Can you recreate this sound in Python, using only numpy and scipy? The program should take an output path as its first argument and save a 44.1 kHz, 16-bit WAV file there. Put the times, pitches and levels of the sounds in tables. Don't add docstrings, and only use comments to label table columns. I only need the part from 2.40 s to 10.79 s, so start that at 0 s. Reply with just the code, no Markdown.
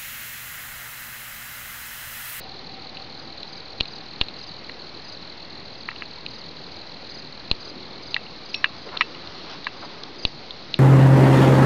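import sys
import numpy as np
from scipy import signal
from scipy.fft import rfft, irfft
from scipy.io import wavfile
from scipy.ndimage import uniform_filter1d

SR = 44100
rng = np.random.default_rng(int(sys.argv[2]) if len(sys.argv) > 2 else 0)


def voltage_ratio(decibels):
    exponent = np.asarray(decibels, float) / 20
    return 10 ** exponent


def waveform_to_disk(signal):
    frames = np.transpose(np.atleast_2d(signal))
    scaled = np.clip(frames, -1, 1) * 32767
    samples = np.round(scaled).astype(np.int16)
    wavfile.write(sys.argv[1], SR, samples)


N = 369999

# (frequency [Hz], density [dB])
HISS_SPECTRUM = [(12, -39.5), (20, 0), (34, -12), (49, -22), (97, -7.5), (360, -9), (604, -12), (820, -13),
                 (1580, -18.5), (2200, -17), (3060, -19.5), (4150, -16.5), (5500, -32), (7150, -60),
                 (12100, -120)]
CHORUS_SPECTRUM = [(3000, -33.5), (3700, -5), (4200, 4), (4700, -2), (5100, -8), (5500, -17)]
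RUB_SPECTRUM = [(100, -29), (200, -7), (330, -0.5), (700, -10), (1200, -6), (2000, -20), (3000, -14.5),
                (4200, -11), (5500, -23)]
# (time [s], level [dB])
CHORUS_LEVEL = [(0, -49.5), (3, -49.5), (5.5, -49), (6.2, -48.5), (7, -47), (7.6, -47.5), (8.4, -46)]
# (time [s], level [dB], brightness [dB/octave])
RUB_LEVEL = [(4.9, -52, -2), (5.32, -39, -5), (6.0, -46.5, -0.5), (6.23, -46.5, 0.5), (6.7, -36.5, -1),
             (6.99, -39, 1.5), (7.11, -42.5, -0.5), (7.63, -38.5, 0.5), (7.91, -56, 2), (8.2, -49.5, 3)]
# (middle [s], length [s], rms [dB], centre [Hz], width [Hz])
CREAKS = [
    (6.472, .04, -41.5, 494, 512),
    (6.551, 0.046, -34.5, 1000, 900),
    (7.106, .14, -42, 874, 1205),
    (7.109, 0.11, -42, 3600, 2220),
    (7.439, 0.037, -37.5, 875, 694),
    (7.482, 0.033, -55, 700, 610),
    (7.802, 0.055, -45, 350, 150),
    (5.264, 0.1, -54, 336, 205),
    (5.661, 0.044, -53, 385, 302),
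]
# (frequency [Hz], level [dB], t60 [s])
SNAP_MODES = [
    (4104, 2, 0.0071),
    (3610, -3.5, 0.012),
    (3324, -5.5, 0.007),
]
KNOCK_MODES = [
    (1000, -10, 0.013),
    (1293, -8.5, 0.018),
    (1650, -7.5, 0.015),
    (1928, -1.5, .016),
    (2360, -7.5, 0.012),
]
MID_MODES = [
    (2520, 1, 0.0058),
    (2853, -0.31, 0.012),
]
# (time [s], peak [dB], middle modes re snap [dB], scratch [ms])
SNAPS = [(0.5695, -32.5, -1, 1), (1.0057, -37, -16, 0.88), (1.031, -24, -18, 0.26),
         (1.4074, -6.5, -13.5, .8), (1.455, -26, -12, .7), (1.8123, -7, -7.5, 1.1),
         (1.8844, -22.5, -16.5, 1), (3.5603, -39, 1.5, .8), (3.8629, -19.5, -8, 0.77),
         (5.1132, -4.5, -13.5, 0.44), (5.743, -9, -11, 1.1), (5.865, -46, 7.5, .8),
         (6.1427, -20, -0.5, .63), (6.5722, -13.5, -15.5, 0.47), (6.7482, -38.5, 0.5, .5),
         (6.873, -24.5, -18, .8), (7.6353, -21, -24, 0.5), (7.851, -5, -11.5, .4), (8.107, -21.5, -30, .35),
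         (8.341, -9.5, -12, 0.5)]
# (time [s], peak [dB], middle modes re slip [dB], scratch [ms])
SLIPS = [
    (1.4026, -20.5, -5, 2.2),
    (1.8062, -27, -22, 1.8),
    (1.811, -21, -5, 1.5),
    (6.146, -12.5, -22, 1.3),
    (6.57, -22.5, -9, 1.8),
    (7.2443, -25.5, -22, 3.3),
    (7.257, -28, -25, 2),
    (7.287, -42, 1, 1.6),
]
# (time [s], peak [dB], snap modes re knock [dB], middle modes re knock [dB], scratch [ms])
KNOCKS = [
    (3.4875, -13, -29, -17, 0.51),
    (3.621, -18.5, -26, -11, .67),
    (5.764, -9.5, -11.5, -20, .35),
    (6.2422, -2.5, -10, -10, 1),
    (6.6089, -1, -12, -12.5, 0.57),
    (7.2678, -11, -9.5, -20, 1.7),
]
BUMPS = [
    (1.8129, -21, -20, -5, 2.5),
    (2.295, -24.5, -18, -14, 0.87),
    (3.5145, -25, -30, -16, .45),
    (6.257, -23.5, -19, -8.5, 1.8),
    (6.4894, -31, -10, -10, 0.88),
    (6.56, -39, -23, -25, 0.44),
    (6.616, -13, -13, -7.5, 4.7),
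]
# (low edge [Hz], high edge [Hz])
TICK_BAND_HZ = [2150, 5200]
# (time [s], peak [dB], recovery [ms])
THUMPS = [
    (1.4077, -17, 5.8),
    (1.8121, -16.5, 10),
    (5.1132, -14.5, 10.4),
    (7.8508, -14.5, 7.8),
]
# (time [s], frequency [Hz], peak [dB], t60 [s])
TINGS = [
    (6.145, 5483, -34, .17),
    (6.145, 2595, -34, .2),
    (6.592, 5483, -48, .2),
    (7.6345, 5000, -22, .008),
    (1.031, 5000, -30, .008),
    (7.245, 5000, -32, .008),
]
# (delay [s], frequency [Hz], level re knock [dB], t60 [s])
KNOCK_TING = (.004, 2672, -21.5, .085)
# (first stroke [s], peak [dB])
CHIRPS = [(.74, -45), (1.08, -38.5), (1.469, -39), (1.983, -38), (2.638, -36.5), (3.331, -43),
          (3.897, -39.5), (4.271, -44), (4.697, -36), (5.202, -35.5), (5.622, -36.5), (6.047, -35.5),
          (6.372, -42), (6.849, -46), (7.361, -40.5), (7.781, -34.5), (8.347, -43)]
# (level [dB] of first, second, third)
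CHIRP_STROKES_DB = (-3, -0.5, -0.5)
# (time [s], peak [dB])
TRILL_LEVEL = [(0, -33), (2, -33), (4, -33.5), (5.3, -34.5), (5.9, -37.5), (6.3, -41), (7, -41), (7.5, -46)]
ODD_PHRASES = [(6, -1), (8, -1), (9, -1), (11, -1), (13, -1), (18, -1), (21, -1), (34, -1), (38, -1),
               (39, 1)]
# (time [s], pitch [Hz], voice rms [dB], echo rms [dB])
HOWL = [(0, 757, -53, -54), (.66, 760, -58, -55.5), (.8, 764, -61, -63), (1.1, 771, -58, -59),
        (1.5, 758, -63, -60), (2, 765, -61, -68), (2.5, 735, -66, -71), (2.75, 727, -68, -70),
        (3, 730, -90, -91)]
# (frequency [Hz], level [dB])
MIRROR = [(5512, 0), (5812, -6.6), (6012, -12), (6412, -21), (6812, -34), (7212, -51), (7450, -62),
          (7800, -130)]


def evened(x):
    return x / np.sqrt(np.mean(x ** 2) + 1e-20)


def read(points, hz):
    f, value = np.transpose(points)
    return np.interp(np.log(hz + 1), np.log(f + 1), value)


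def flat(points, hz):
    db = read(points, hz)
    return db - 10 * np.log10(np.mean(voltage_ratio(db) ** 2))


def curve(points, t, axis=1):
    rows = np.array(points)
    return np.interp(t, rows[:, 0], rows[:, axis])


def add(mix, s, sound):
    if s >= 0:
        part = mix[round(s * SR):][:len(sound)]
        part += sound[:len(part)]


def noise(field_db, patchy_db, size=512):
    frames = 4 * N // size + 5
    hz = np.fft.rfftfreq(size, 1 / SR)[:, None]
    t = np.arange(frames) * size / 4 / SR
    real, imag, patches = rng.standard_normal((frames, len(hz), 3)).T
    patches = evened(uniform_filter1d(uniform_filter1d(patches, 6, 0), 14, 1))
    gain = voltage_ratio(field_db(hz, t) + patchy_db * patches)
    spectrum = real + 1j * imag
    white, shaped = signal.istft([spectrum, spectrum * gain], nperseg=size, noverlap=3 * size // 4)[1]
    return shaped[:N] / white.std()


def ring(modes, length_s):
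    t = np.arange(round(length_s * SR)) / SR
    out = np.zeros(len(t))
    for k, (hz, db, t60_s) in enumerate(modes):
        out += (-1) ** k * voltage_ratio(db - 60 * t / t60_s) * np.sin(2 * np.pi * hz * t)
    return out


def stroke(start_hz, end_hz, length_s, bend, rise, fall_s):
    u = np.arange(round(length_s * SR)) / SR / length_s
    hz = start_hz + (end_hz - start_hz) * u ** bend
    shape = u ** rise * np.clip((1 - u) * length_s / fall_s, 0, 1)
    return shape / shape.max() * np.sin(2 * np.pi * (np.cumsum(hz) / SR + rng.random()))


def hiss():
    return voltage_ratio(-42.5) * noise(lambda hz, t: flat(HISS_SPECTRUM, hz), patchy_db=1.02, size=1024)


def far_chorus():
    return noise(lambda hz, t: flat(CHORUS_SPECTRUM, hz) + curve(CHORUS_LEVEL, t), patchy_db=1.5, size=256)


def finger_rub():
    levels = [(0, -64.5, 0.01), (4.8, -72, 0.012)] + list(RUB_LEVEL)

    def field_db(hz, t):
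        octaves = np.log2(np.clip(hz, 100, 5500) / 500)
        return flat(RUB_SPECTRUM, hz) + curve(levels, t) - 6 + curve(levels, t, axis=2) * octaves

    return noise(field_db, patchy_db=2.5)


def creaks():
    out = np.zeros(N)
    slips_per_s = 1500
    for s, length_s, db, hz, width_hz in CREAKS:
        when, size, sign = rng.random((3, SR // 4))
        sound = (when < slips_per_s / SR) * voltage_ratio(-2.5 * np.log(size + 1e-2)) * np.sign(sign - .5)
        for q in (hz / width_hz, hz / width_hz / 1.3):
            sound = signal.lfilter(*signal.iirpeak(hz, q, SR), sound)
        sound = sound[:round(min(2 * length_s, .25) * SR)]
        add(out, s - len(sound) / SR / 2, voltage_ratio(db) * evened(sound) * np.hanning(len(sound)))
    return out


def bandpass(x, order, band_hz):
    return signal.sosfilt(signal.butter(order, band_hz, "band", fs=SR, output="sos"), x)


def casing():
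    out, t = np.zeros(N), np.arange(600) / SR
    snap_knock_db, knock_snap_s = -21.5, .0014
    tick_db, rattle, rattle_s = -13.5, .02, .005
    snap_shell = bandpass(ring(SNAP_MODES, .032), 4, [2760, 4600])
    knock_shell = bandpass(ring(KNOCK_MODES, .032), 4, [590, 4600])
    mid_shell = bandpass(ring(MID_MODES, .032), 4, [2180, 4600])
    tick = bandpass(1. * (t == 0), 2, TICK_BAND_HZ)

    # time, snap dB, knock dB, middle dB, scratch ms, snap delay s
    clicks = [(s, db, db + snap_knock_db, db + mid_db, ms, 0)
              for s, db, mid_db, ms in list(SNAPS) + list(SLIPS)]
    clicks += [(s, db + snap_db, db, db + mid_db, ms, knock_snap_s)
               for s, db, snap_db, mid_db, ms in list(KNOCKS) + list(BUMPS)]
    for s, snap_db, knock_db, mid_db, ms, snap_s in clicks:
        scratch = rng.standard_normal(600)
        blow = (t == 0) + .099 * scratch * np.exp(-t * 1000 / ms)
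        blow += rattle * scratch * np.exp(-t / rattle_s)
        parts = [(snap_shell, snap_db, snap_s), (knock_shell, knock_db - .5, 0),
                 (mid_shell, mid_db + 6, .0003), (tick, snap_db + tick_db, snap_s + .0004)]
        for shell, db, late_s in parts:
            sound = np.convolve(blow, shell)
            add(out, s + late_s - .0003, voltage_ratio(db) * sound / abs(sound).max())
    return out


def thumps():
    out, t = np.zeros(N), np.arange(4000) / SR
    for s, db, recovery_ms in THUMPS:
        push = .93 * np.exp(-((t - .0005) / .00023) ** 2)
        suction = (t > .0008) * np.exp(-t * 1000 / recovery_ms)
        add(out, s, voltage_ratio(db) * signal.lfilter(*signal.butter(2, 1500, fs=SR), push - suction))
    return out


def tings():
    out, length_s, attack_s = np.zeros(N), .3, .00048
    delay_s, knock_hz, knock_db, knock_t60_s = KNOCK_TING
    events = list(TINGS) + [(s + delay_s, knock_hz, db + knock_db, knock_t60_s) for s, db, *_ in KNOCKS]
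    attack = 1 - np.exp(-np.arange(round(length_s * SR)) / SR / attack_s)
    for s, hz, db, t60_s in events:
        add(out, s, ring([(hz, db, t60_s)], length_s) * attack)
    return out


def chirps():
    out = np.zeros(N)
    gap_s, uneven_db = .0405, .8
    for s, db in CHIRPS:
        for k, stroke_db in enumerate(CHIRP_STROKES_DB):
            sound = stroke(5000, 4330, .023, bend=2.1, rise=.4, fall_s=.006)
            level_db = db + stroke_db + uneven_db * rng.standard_normal()
            add(out, s + .002 + gap_s * k, voltage_ratio(level_db) * sound)
    return out


def trill():
    out, odd = np.zeros(N), dict(ODD_PHRASES)
    start_s, phrase_s, extra_s, stroke_s = -.0642, .15179, .02525, .02445
    last_stroke_db, uneven_db = -10, 1
    for phrase in range(51):
        extra = odd.get(phrase, 0)
        last = 5 + extra
        for k in range(last + 1):
            s = start_s + stroke_s * k
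            db = curve(TRILL_LEVEL, s) + last_stroke_db * (k == last) + uneven_db * rng.standard_normal()
            add(out, s + .0002, voltage_ratio(db) * stroke(4783, 3830, .0107, bend=1.4, rise=.85, fall_s=.0012))
        start_s += phrase_s + extra_s * extra
    echo = voltage_ratio(-17.5) * np.roll(out, round(.0048 * SR)) + voltage_ratio(-21) * np.roll(out, round(.011 * SR))
    return out + echo


def howl():
    t, out = np.arange(N) / SR, np.zeros(N)
    throb_hz, throb_range_db, first_swell_s = 3.9, 3.8, .09
    echo_hz = 25.5
    throb_db = throb_range_db * np.cos(2 * np.pi * throb_hz * (t - first_swell_s))
    for k in range(2):
        drift = uniform_filter1d(uniform_filter1d(rng.standard_normal(N), 3000), 3000)
        waver_hz = 2.5 * evened(drift)
        turns = np.cumsum(curve(HOWL, t) + k * echo_hz + waver_hz) / SR
        out += voltage_ratio(curve(HOWL, t, axis=2 + k) + throb_db) * np.sqrt(2) * np.sin(2 * np.pi * turns)
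    return out


def scene():
    background = hiss() + far_chorus() + finger_rub()
    handling = creaks() + casing() + thumps() + tings()
    return (background + handling + chirps() + trill() + howl())[None]


def roll_off(x):
    return signal.sosfilt(signal.butter(12, 7480, fs=SR, output="sos"), x)


def record(dry):
    ceiling, offset = .95, -.0064
    size = N + -N % 4
    hz = np.fft.rfftfreq(size, 1 / SR)
    limited = ceiling * np.tanh((dry + offset) / ceiling)
    edge = np.clip((SR / 8 + 250 - hz) / 250, 0, 1)
    slow = irfft(rfft(limited, size) * edge, size) * 4 * (np.arange(size) % 4 == 0)
    smooth = irfft(rfft(slow) * voltage_ratio(read(MIRROR, hz)), size)[:, :N]
    return roll_off(smooth)


dry = scene()
out = record(dry)
waveform_to_disk(out)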